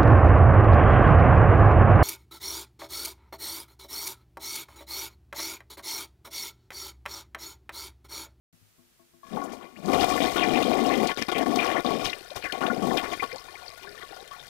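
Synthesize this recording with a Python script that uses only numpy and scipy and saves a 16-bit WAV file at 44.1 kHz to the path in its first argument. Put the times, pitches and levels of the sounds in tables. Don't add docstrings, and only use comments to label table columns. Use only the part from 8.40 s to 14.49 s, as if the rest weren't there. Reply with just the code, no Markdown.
import sys
import numpy as np
from scipy import signal
from scipy.io import wavfile
from scipy.ndimage import uniform_filter1d

SR = 44100
rng = np.random.default_rng(int(sys.argv[2]) if len(sys.argv) > 2 else 0)


def unload_wav(signal):
    wavfile.write(
        sys.argv[1],
        SR,
        np.round(np.clip(np.atleast_2d(signal).T, -1, 1) * 32767).astype(np.int16),
    )


N = 268569
TIME_S = np.arange(N) / SR

# start_s, rise_s, fall_after_s, t60_s, churn_db, splash_db, spray_db, splash_pitch_hz
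WATER_GUSHES = [(.82, .07, .13, 2.5, -58, -55, -63, 1700), (.903, .03, .15, .8, -37, -49, -63, 1700),
                (1.115, .01, 0.027, .2, -45, -49, -57, 1700), (1.2, .03, .05, .18, -47, -49, -74, 1450),
                (1.362, .02, .03, .15, -43.5, -60, -63, 2150),
                (1.41, 0.039, .07, .1, -37.5, -49, -57, 2100),
                (1.462, .025, .18, .15, -24.3, -41, -49, 1950), (1.5, .04, .45, .4, -38, -42, -46, 2800),
                (1.53, .003, 0.019, .12, -21.5, -29, -45, 2100),
                (1.58, .035, .065, .06, -30, -26, -41, 2940), (1.655, .03, .12, .15, -28, -36.5, -50, 2200),
                (1.803, .002, .05, .4, -25.5, -29, -47, 2500), (1.957, .003, .11, .2, -27, -34, -50, 2350),
                (2.06, .025, .16, .1, -24, -35, -48, 2650),
                (2.222, .012, .438, .15, -24.7, -36.5, -48.5, 2600),
                (2.68, .012, .04, .05, -34.5, -30, -50, 2050),
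                (2.772, .002, .025, .08, -34, -33, -46.5, 2600),
                (2.812, .003, .018, .05, -32.5, -29.5, -49, 2750),
                (2.883, .002, .017, .04, -29.5, -32.5, -52, 2650),
                (2.915, .002, .016, .05, -28.5, -32, -49.5, 2600),
                (2.951, .003, .085, .07, -26.5, -39, -52.5, 2200),
                (3.058, .002, .12, .1, -27, -41, -51, 2500), (3.16, .03, .17, .1, -29, -32, -49.5, 2050),
                (3.34, .01, .055, .07, -26, -36, -56, 1900), (3.446, .002, .12, .2, -27, -40, -53.5, 3100),
                (3.592, .003, .08, .3, -34, -39, -51, 2900),
                (3.643, .005, .015, .15, -43, -26, -40.5, 3400),
                (3.951, 0.011, 0.019, .1, -36, -38, -43, 2330),
                (4.036, .003, 0.027, .1, -39, -44, -54, 1800), (4.121, .006, .035, .1, -34, -38, -56, 2000),
                (4.174, 0.0025, .012, .07, -36, -44, -60, 2200),
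                (4.207, .001, .08, .08, -28.5, -35, -54, 1500),
                (4.3, .002, .04, .15, -29.5, -44, -58.5, 1600),
                (4.364, .002, .035, .2, -31, -47, -61, 1560),
                (4.42, .002, 0.15, 0.24, -26.5, -45, -50.5, 1750),
                (4.625, 0.0081, .028, .12, -34.5, -34, -53, 1720),
                (4.675, .004, .04, .1, -38, -46, -55, 2100), (4.712, .016, .02, .1, -31.5, -32, -49, 3000),
                (4.822, .003, .014, 0.09, -31, -33.5, -53, 1550)]


def gushes():
    power, weighted_hz = np.full((3, N), 1e-14), np.full(N, 2e-11)
    for start_s, rise_s, fall_after_s, t60_s, *levels_db, pitch_hz in WATER_GUSHES:
        age_s = TIME_S - start_s
        attack = np.clip(age_s / rise_s, 0, 1)
        decay = amp(-60 * np.clip((age_s - fall_after_s) / t60_s, 0, 2))
        gush_power = np.outer(amp(levels_db), attack * decay) ** 2
        power += gush_power
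        weighted_hz += pitch_hz * gush_power[1]
    splash_hz = weighted_hz / power[1]
    churn_surge_db, splash_surge_db = .3 * surge(span_s=.02), surge(span_s=.02)
    uneven_flow = amp([churn_surge_db, splash_surge_db, splash_surge_db / 2])
    churn_gain, splash_gain, spray_gain = np.sqrt(power) * uneven_flow
    return churn_gain * churn() + splash_gain * splash(splash_hz) + spray_gain * spray()


# freq_hz, gain_db
CHURN_SPECTRUM = [(40, -22), (130, -11), (200, -2.5), (280, 0.5), (400, 0), (600, -3), (760, 2.5),
                  (950, -8), (1200, -3.5), (1600, -18.5), (3000, -52)]


def churn():
    pocket_hz, pocket_db = air_pocket()
    large = bubbles(1.896 * pocket_hz, spread_oct=1, cycles=1.4, spread_db=1.5,
                    rise=.032, count=6000, samples=600)
    churning = steady(colour(large, CHURN_SPECTRUM), span_s=.0235)
    pocket = resonate(rng.standard_normal(N), pocket_hz, width_hz=77)
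    pocket = steady(resonate(pocket, pocket_hz, width_hz=64), span_s=.077)
    return amp(1.5) * churning + amp(4.5 + pocket_db) * pocket


# start_s, length_s, lowest_hz, level_db
POCKET_SWELLS = [(.82, .2, 190, 1), (1.0, .36, 235, -9), (1.32, .2, 175, -1), (1.73, .13, 260, -6),
                 (2.04, .17, 220, -6), (2.2, .14, 225, -10), (2.361, .13, 240, -6), (2.5, .24, 222, -9),
                 (2.76, .12, 212, -7), (2.97, .25, 250, -6), (3.421, .2, 225, -13), (4.27, .31, 190, -8)]


def air_pocket(rest_hz=315, rest_db=-12):
    pitch_hz, level_db = np.full(N, float(rest_hz)), np.full(N, float(rest_db))
    for start_s, length_s, lowest_hz, swell_db in POCKET_SWELLS:
        arch = abs(np.sin(np.pi * np.clip((TIME_S - start_s) / length_s, 0, 1)))
        pitch_hz *= (lowest_hz / rest_hz) ** arch
        level_db += (swell_db - rest_db) * np.minimum(3 * arch, 1)
    return pitch_hz, level_db


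# freq_hz, gain_db
SPLASH_SPECTRUM = [(300, -12.5), (1000, 7), (1500, -3.5), (2300, 3.5), (2640, -3.5), (3000, 1.5),
                   (3800, 0.5), (5500, 4), (8000, -8), (15000, -28)]


def splash(pitch_hz):
    small = bubbles(pitch_hz, spread_oct=.788, cycles=5, spread_db=4, rise=.033, count=11000, samples=220)
    return amp(-.5) * steady(colour(small, SPLASH_SPECTRUM), span_s=.018)


# freq_hz, gain_db
SPRAY_AND_MIC_RUMBLE_SPECTRUM = [(25, 14.5), (100, 16.5), (300, 4.5), (1500, -15.5), (5000, 5.5),
                                 (7000, 1.5), (10000, -1.5), (15500, -7)]


def spray():
    ticks = droplets(per_s=3300, spread_db=2.5)
    return amp(8) * steady(colour(ticks, SPRAY_AND_MIC_RUMBLE_SPECTRUM), span_s=.047)


# start_s, level_db, pitch_hz, decay_s, relative_spray_db
WATER_SLAPS = [(.95, -34, 480, .027, -19), (.968, -30.5, 740, 0.0082, -27), (1.015, -35, 840, .0042, -26),
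               (1.032, -46, 950, .072, -28), (1.037, -45.5, 8200, 0.015, -7), (1.12, -49, 5760, .016, -18),
               (1.132, -37, 720, .006, -22), (1.458, -37, 5800, .004, -13), (1.531, -26, 960, .007, -20),
               (1.69, -34, 6020, .018, -7), (1.777, -24, 1400, .003, -9), (1.96, -26, 1200, .008, -11),
               (2.224, -25.5, 3200, 0.0059, -9), (2.314, -21, 800, .0034, -15.5),
               (2.33, -22.5, 3260, .0035, -20), (2.63, -23, 665, 0.0067, -12),
               (2.67, -29.5, 4930, 0.011, -8), (2.823, -21, 4870, 0.002, -20),
               (2.887, -31, 1260, 0.0047, -8), (2.98, -31.5, 3340, .008, -2), (3.061, -31, 970, .0027, -7),
               (3.157, -28, 4030, .0065, -5.5), (3.447, -27, 880, .004, -20), (3.462, -29, 3500, .005, -18),
               (3.507, -22, 910, 0.0017, -10), (3.697, -29, 3980, 0.0057, -21),
               (3.903, -39, 3850, .0052, -19), (4.023, -34, 2150, .0048, -19),
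               (4.122, -27.5, 3730, 0.0047, -7), (4.262, -30, 2200, .011, -15),
               (4.471, -23.5, 670, 0.0044, -15), (4.514, -25, 770, 0.0044, -21), (4.57, -26, 2800, .02, -9),
               (4.824, -30, 880, .011, -14), (4.839, -38.5, 3730, .0066, -11), (5.375, -52, 4550, .0076, 8),
               (5.426, -44.5, 2860, .015, -6), (5.624, -39, 1100, 0.0066, -20),
               (5.765, -40.5, 990, .0074, -19), (5.929, -43, 1260, .016, -8)]


def slaps():
    out, t = np.zeros(N), np.arange(SR // 10) / SR
    for start_s, level_db, pitch_hz, decay_s, spray_db in WATER_SLAPS:
        cloud = bubbles(np.full(len(t), pitch_hz), spread_oct=.46, cycles=3.5, spread_db=5,
                        rise=.052, count=300, samples=300)
        spit = amp(spray_db) * rng.standard_normal(len(t))
        burst = (1 - np.exp(-t / .00049)) * np.exp(-(t / decay_s) ** 2 / 2)
        add(out, start_s, amp(level_db) * burst * (steady(cloud, span_s=.0097) + spit))
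    return out


# start_s, level_db, start_hz, end_hz, length_s
DRAIN_GULPS = [(1.96, -27.5, 3380, 1820, .11), (2.129, -27.5, 2100, 2830, .065),
               (2.49, -29, 1887, 2600, .076), (2.673, -31.5, 2630, 1840, .056),
               (2.941, -28, 2170, 2620, .04), (2.982, -33, 2560, 1510, .056), (3.188, -31, 2480, 2150, .07),
               (3.315, -36, 3620, 1340, .11), (4.027, -31, 2520, 1520, .06),
               (4.627, -35.5, 1200, 2400, .059)]


def gulps():
    out = np.zeros(N)
    for start_s, level_db, start_hz, end_hz, length_s in DRAIN_GULPS:
        pitch_hz = np.geomspace(start_hz, end_hz, int(length_s * SR))
        swarm = bubbles(pitch_hz, spread_oct=.28, cycles=11, spread_db=6, rise=.01, count=120, samples=400)
        swell = signal.windows.tukey(len(pitch_hz), .6)
        add(out, start_s, amp(level_db) * swell * steady(swarm, span_s=.014))
    return amp(-3.5) * out


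# start_s, level_db, start_hz, end_hz, length_s
LOUD_BUBBLES = [(.971, -23.5, 740, 827, .012), (1.012, -42, 1083, 1116, .022), (1.198, -44, 950, 1150, .02),
                (1.356, -42.5, 1790, 2960, 0.017), (2.029, -20.5, 2435, 2124, .017),
                (3.187, -19, 2250, 2400, .014), (3.36, -23, 2260, 1990, 0.018),
                (3.729, -21.5, 2040, 3140, 0.0068), (3.911, -31, 478, 705, 0.016),
                (4.054, -26, 2080, 1790, 0.018), (4.093, -28, 1780, 1480, 0.017),
                (4.227, -23, 1220, 1650, 0.012), (4.299, -22.5, 1255, 1580, 0.0092),
                (4.506, -28, 1830, 1630, .0073), (4.796, -22, 2080, 2434, 0.012),
                (4.913, -30, 1960, 2360, .013), (4.924, -30.5, 444, 546, .037),
                (4.954, -32, 660, 974, .016), (5.078, -36, 855, 1080, 0.0143), (5.139, -37, 780, 860, .014),
                (5.153, -32, 2000, 2400, .0083), (5.219, -38.5, 1030, 680, .018),
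                (5.278, -29.5, 4540, 4830, 0.0094), (5.427, -39.5, 373.4, 433, 0.12),
                (5.439, -36, 814, 1020, .011), (5.47, -35.5, 1510, 1870, 0.013),
                (5.576, -36.5, 1640, 1880, .011), (5.614, -35, 2070, 1910, 0.018),
                (5.72, -35.5, 820, 746, .022), (5.779, -43, 728, 807, .047), (5.909, -38, 972, 1210, .015),
                (5.994, -38.5, 3400, 3500, .0075)]


def single_bubbles():
    out, t = np.zeros(N), np.arange(SR // 3) / SR
    events = list(LOUD_BUBBLES) + gurgle(count=11) + drips(count=10)
    for start_s, level_db, start_hz, end_hz, length_s in events:
        age = t / length_s
        wobble = unit_rms(uniform_filter1d(rng.standard_normal(len(t)), size=60))
        flutter = unit_rms(uniform_filter1d(rng.standard_normal(len(t)), size=60))
        pitch_hz = start_hz * (end_hz / start_hz) ** np.minimum(age, 1) * (1 + .071 * wobble)
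        swell = (1 - np.exp(-age / .18)) * np.exp(-age ** 3) * (1 + .35 * flutter)
        add(out, start_s, amp(level_db) * swell * np.sin(2 * np.pi * np.cumsum(pitch_hz) / SR))
    return amp(-1.5) * out


def gurgle(count, from_s=4.97, centre_hz=950, spread_oct=1.2, rise_oct=.13, cycles=13):
    jitter, pitch, glide, strength = rng.uniform(-1, 1, (count, 4)).T
    start_s = from_s + (N / SR - from_s) * (np.arange(count) + .5 + jitter / 2) / count
    level_db = -43.5 + 2.5 * strength
    start_hz = centre_hz * 2 ** (spread_oct * pitch)
    end_hz = start_hz * 2 ** (rise_oct * (1 + 2 * glide))
    return list(zip(start_s, level_db, start_hz, end_hz, cycles / start_hz))


def drips(count, from_s=4.87, centre_hz=4900, spread_oct=.45, rise_oct=.13, cycles=18):
    when, pitch, strength = rng.uniform(-1, 1, (count, 3)).T
    start_s = from_s + (N / SR - from_s) * (1 + when) / 2
    level_db = -46 + 4 * strength
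    start_hz = centre_hz * 2 ** (spread_oct * pitch)
    return list(zip(start_s, level_db, start_hz, start_hz * 2 ** rise_oct, cycles / start_hz))


# time_s, level_db
RIM_FLOW = [(.8, -97), (1.0, -63), (1.3, -67), (1.6, -48.5), (3.7, -42), (3.85, -45.5), (4.8, -42.5),
            (5.05, -45.5), (5.25, -47), (5.45, -47.5), (5.7, -46), (5.86, -48.5), (6.09, -47)]
# freq_hz, gain_db
RIM_SPECTRUM = [(30, 7.5), (140, 4), (280, -3), (450, 2.5), (750, -6), (1100, -9.5), (2100, -5), (2900, -8),
                (5000, -1), (7000, -8), (10000, -6.5), (15500, -13.5)]


def trickle():
    tinkle = bubbles(np.full(N, 1800.), spread_oct=1.25, cycles=6, spread_db=3.5,
                     rise=.015, count=7000, samples=500)
    drops = bubbles(np.full(N, 4600.), spread_oct=.5, cycles=8, spread_db=4,
                    rise=.01, count=700, samples=400)
    patter = droplets(per_s=5200, spread_db=4) + amp(-7) * droplets(per_s=51, spread_db=3.5)
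    water = unit_rms(colour(tinkle + amp(-7) * drops + amp(-1) * patter, RIM_SPECTRUM))
    return amp(np.interp(TIME_S, *np.transpose(RIM_FLOW))) * water


# start_s, level_db, centre_hz
HANDLE_KNOCKS = [(0.13, -52.5, 179), (.215, -53.5, 110), (.383, -49, 272), (0.594, -47.5, 398),
                 (0.736, -48.5, 338), (0.831, -42, 1110), (0.866, -41.5, 1300)]
# freq_hz, level_db, t60_s
TANK_MODES = [(104.6, 2, 0.36), (168, 4.5, 0.093), (245, -3, 0.38), (345, -6, 0.48), (666, -0.5, 0.22),
              (1100, 6, 0.14), (1360, -21, 0.047), (1430, -18, 0.1), (1700, -6, 0.41), (2490, -13, 0.062),
              (3300, -6, 0.069)]


def handle(rolloff_db_per_oct=9.6, attack_s=.0019):
    out, t = np.zeros(N), np.arange(SR // 2) / SR
    for start_s, level_db, centre_hz in HANDLE_KNOCKS:
        ring = np.zeros(len(t))
        for freq_hz, mode_db, t60_s in TANK_MODES:
            struck_db = mode_db - rolloff_db_per_oct * abs(np.log2(freq_hz / centre_hz))
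            ring += amp(struck_db - 60 * t / t60_s) * np.sin(2 * np.pi * freq_hz * t)
        add(out, start_s, amp(level_db) * ring * (1 - np.exp(-t / attack_s)))
    return out


# freq_hz, width_hz, gain_db
BOWL_AIR_MODES = [(356, 14, -11), (489, 29.6, -8.5), (729, 62, 2), (1116, 24, 14), (1438, 24, 12),
                  (1765, 36, 5), (2050, 29.6, 7), (2417, 39, 10), (2860, 56, 4), (3216, 79, 6.5),
                  (3630, 77, 6.5), (4230, 31, 2)]


def bowl(x):
    t = np.arange(SR // 6) / SR
    ring = np.zeros(len(t))
    for freq_hz, width_hz, gain_db in BOWL_AIR_MODES:
        decay = 2 * np.pi * width_hz / SR * np.exp(-np.pi * width_hz * t)
        ring += amp(gain_db) * decay * np.cos(2 * np.pi * freq_hz * t)
    return x + signal.oaconvolve(x, ring)[:N]


def bathroom(x, t60_s=.33, predelay_s=.006, wet_db=-15):
    t = np.arange(SR // 2) / SR
    reflections = rng.standard_normal(len(t)) * amp(-60 * t / t60_s) * (t > predelay_s)
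    tail = colour(reflections, [(100, -4), (400, 0), (3000, -9.5), (14000, 8)])
    return x + amp(wet_db) * signal.oaconvolve(x, tail / np.linalg.norm(tail))[:N]


# freq_hz, gain_db
ROOM_AIR_SPECTRUM = [(30, -20), (60, 0), (105, -20), (160, -5), (250, -16), (400, -12.5), (1000, -24),
                     (3000, -49)]


def rumble():
    return amp(-71) * unit_rms(colour(rng.standard_normal(N), ROOM_AIR_SPECTRUM))


# freq_hz, gain_db
HISS_SPECTRUM = [(30, 6), (150, 8.5), (500, 1.5), (1500, 4.8), (6000, 2.8), (15500, 1)]


def hiss():
    return amp(-64.5) * unit_rms(colour(rng.standard_normal(N), HISS_SPECTRUM))


def bubbles(centre_hz, spread_oct, cycles, spread_db, rise, count, samples):
    length = len(centre_hz)
    when, pitch, phase, strength = rng.random((count, 4)).T
    onset = (when * length).astype(int)
    pitch_hz = centre_hz[onset] * 2 ** (spread_oct * np.arctanh(.97 * (2 * pitch - 1)))
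    turns = pitch_hz[:, None] * np.arange(samples) / SR
    age = turns / cycles
    tone = np.sin(2 * np.pi * (turns * (1 + rise * np.minimum(age, 4)) + phase[:, None]))
    envelope = (1 - np.exp(-2 * turns)) * np.exp(-age) * np.linspace(1, 0, samples)
    gain = amp(spread_db * np.minimum(-np.log(strength), 3.5))
    rings = gain[:, None] * envelope * tone
    positions = onset[:, None] + np.arange(samples)
    return unit_rms(np.bincount(positions.ravel(), rings.ravel(), length + samples)[:length])


def droplets(per_s, spread_db):
    landings = rng.random(N) < per_s / SR
    sizes = landings * amp(spread_db * np.minimum(rng.exponential(1, N), 5))
    envelope = np.sqrt(np.convolve(sizes ** 2, np.hanning(SR // 600), "same"))
    return unit_rms(envelope * rng.standard_normal(N))


def surge(span_s):
    span = int(span_s * SR)
    return unit_rms(uniform_filter1d(uniform_filter1d(rng.standard_normal(N), span), span))


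def resonate(x, pitch_hz, width_hz):
    carrier = np.exp(2j * np.pi * np.cumsum(pitch_hz) / SR)
    pole = np.exp(-np.pi * width_hz / SR)
    return 2 * (carrier * signal.lfilter([1 - pole], [1, -pole], x / carrier + 1e-18)).real


def colour(x, spectrum, taps=4096):
    freq_hz, gain_db = np.transpose(spectrum)
    bin_hz = abs(np.fft.fftfreq(taps, 1 / SR)) + 1
    log_gain = np.log(amp(np.interp(np.log(bin_hz), np.log(freq_hz), gain_db)))
    impulse = np.fft.ifft(np.exp(np.conj(signal.hilbert(log_gain)))).real
    return signal.oaconvolve(x, impulse)[:len(x)]


def steady(x, span_s):
    local_power = abs(uniform_filter1d(x ** 2, int(span_s * SR)))
    return x / np.sqrt(local_power + np.mean(x ** 2) / 100)


def unit_rms(x):
    return x / np.sqrt(np.mean(x ** 2) + 1e-20)


def amp(db):
    return 10 ** (np.asarray(db) / 20)


def add(mix, start_s, sound):
    part = mix[round(start_s * SR):][:len(sound)]
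    part += sound[:len(part)]


def scene():
    water = gushes() + slaps() + gulps() + single_bubbles() + trickle()
    left = bathroom(bowl(water) + handle()) + rumble()
    return np.array([left, amp(-57) * left])


def record(dry, silent_until_s=.127, cutoff_hz=15650):
    live = (dry + np.array([hiss() for _ in dry])) * (TIME_S > silent_until_s)
    lowpass = signal.firwin(511, cutoff_hz, window=("kaiser", 9), fs=SR)
    return signal.oaconvolve(live, lowpass[None], "same")


dry = scene()
out = record(dry)
unload_wav(out)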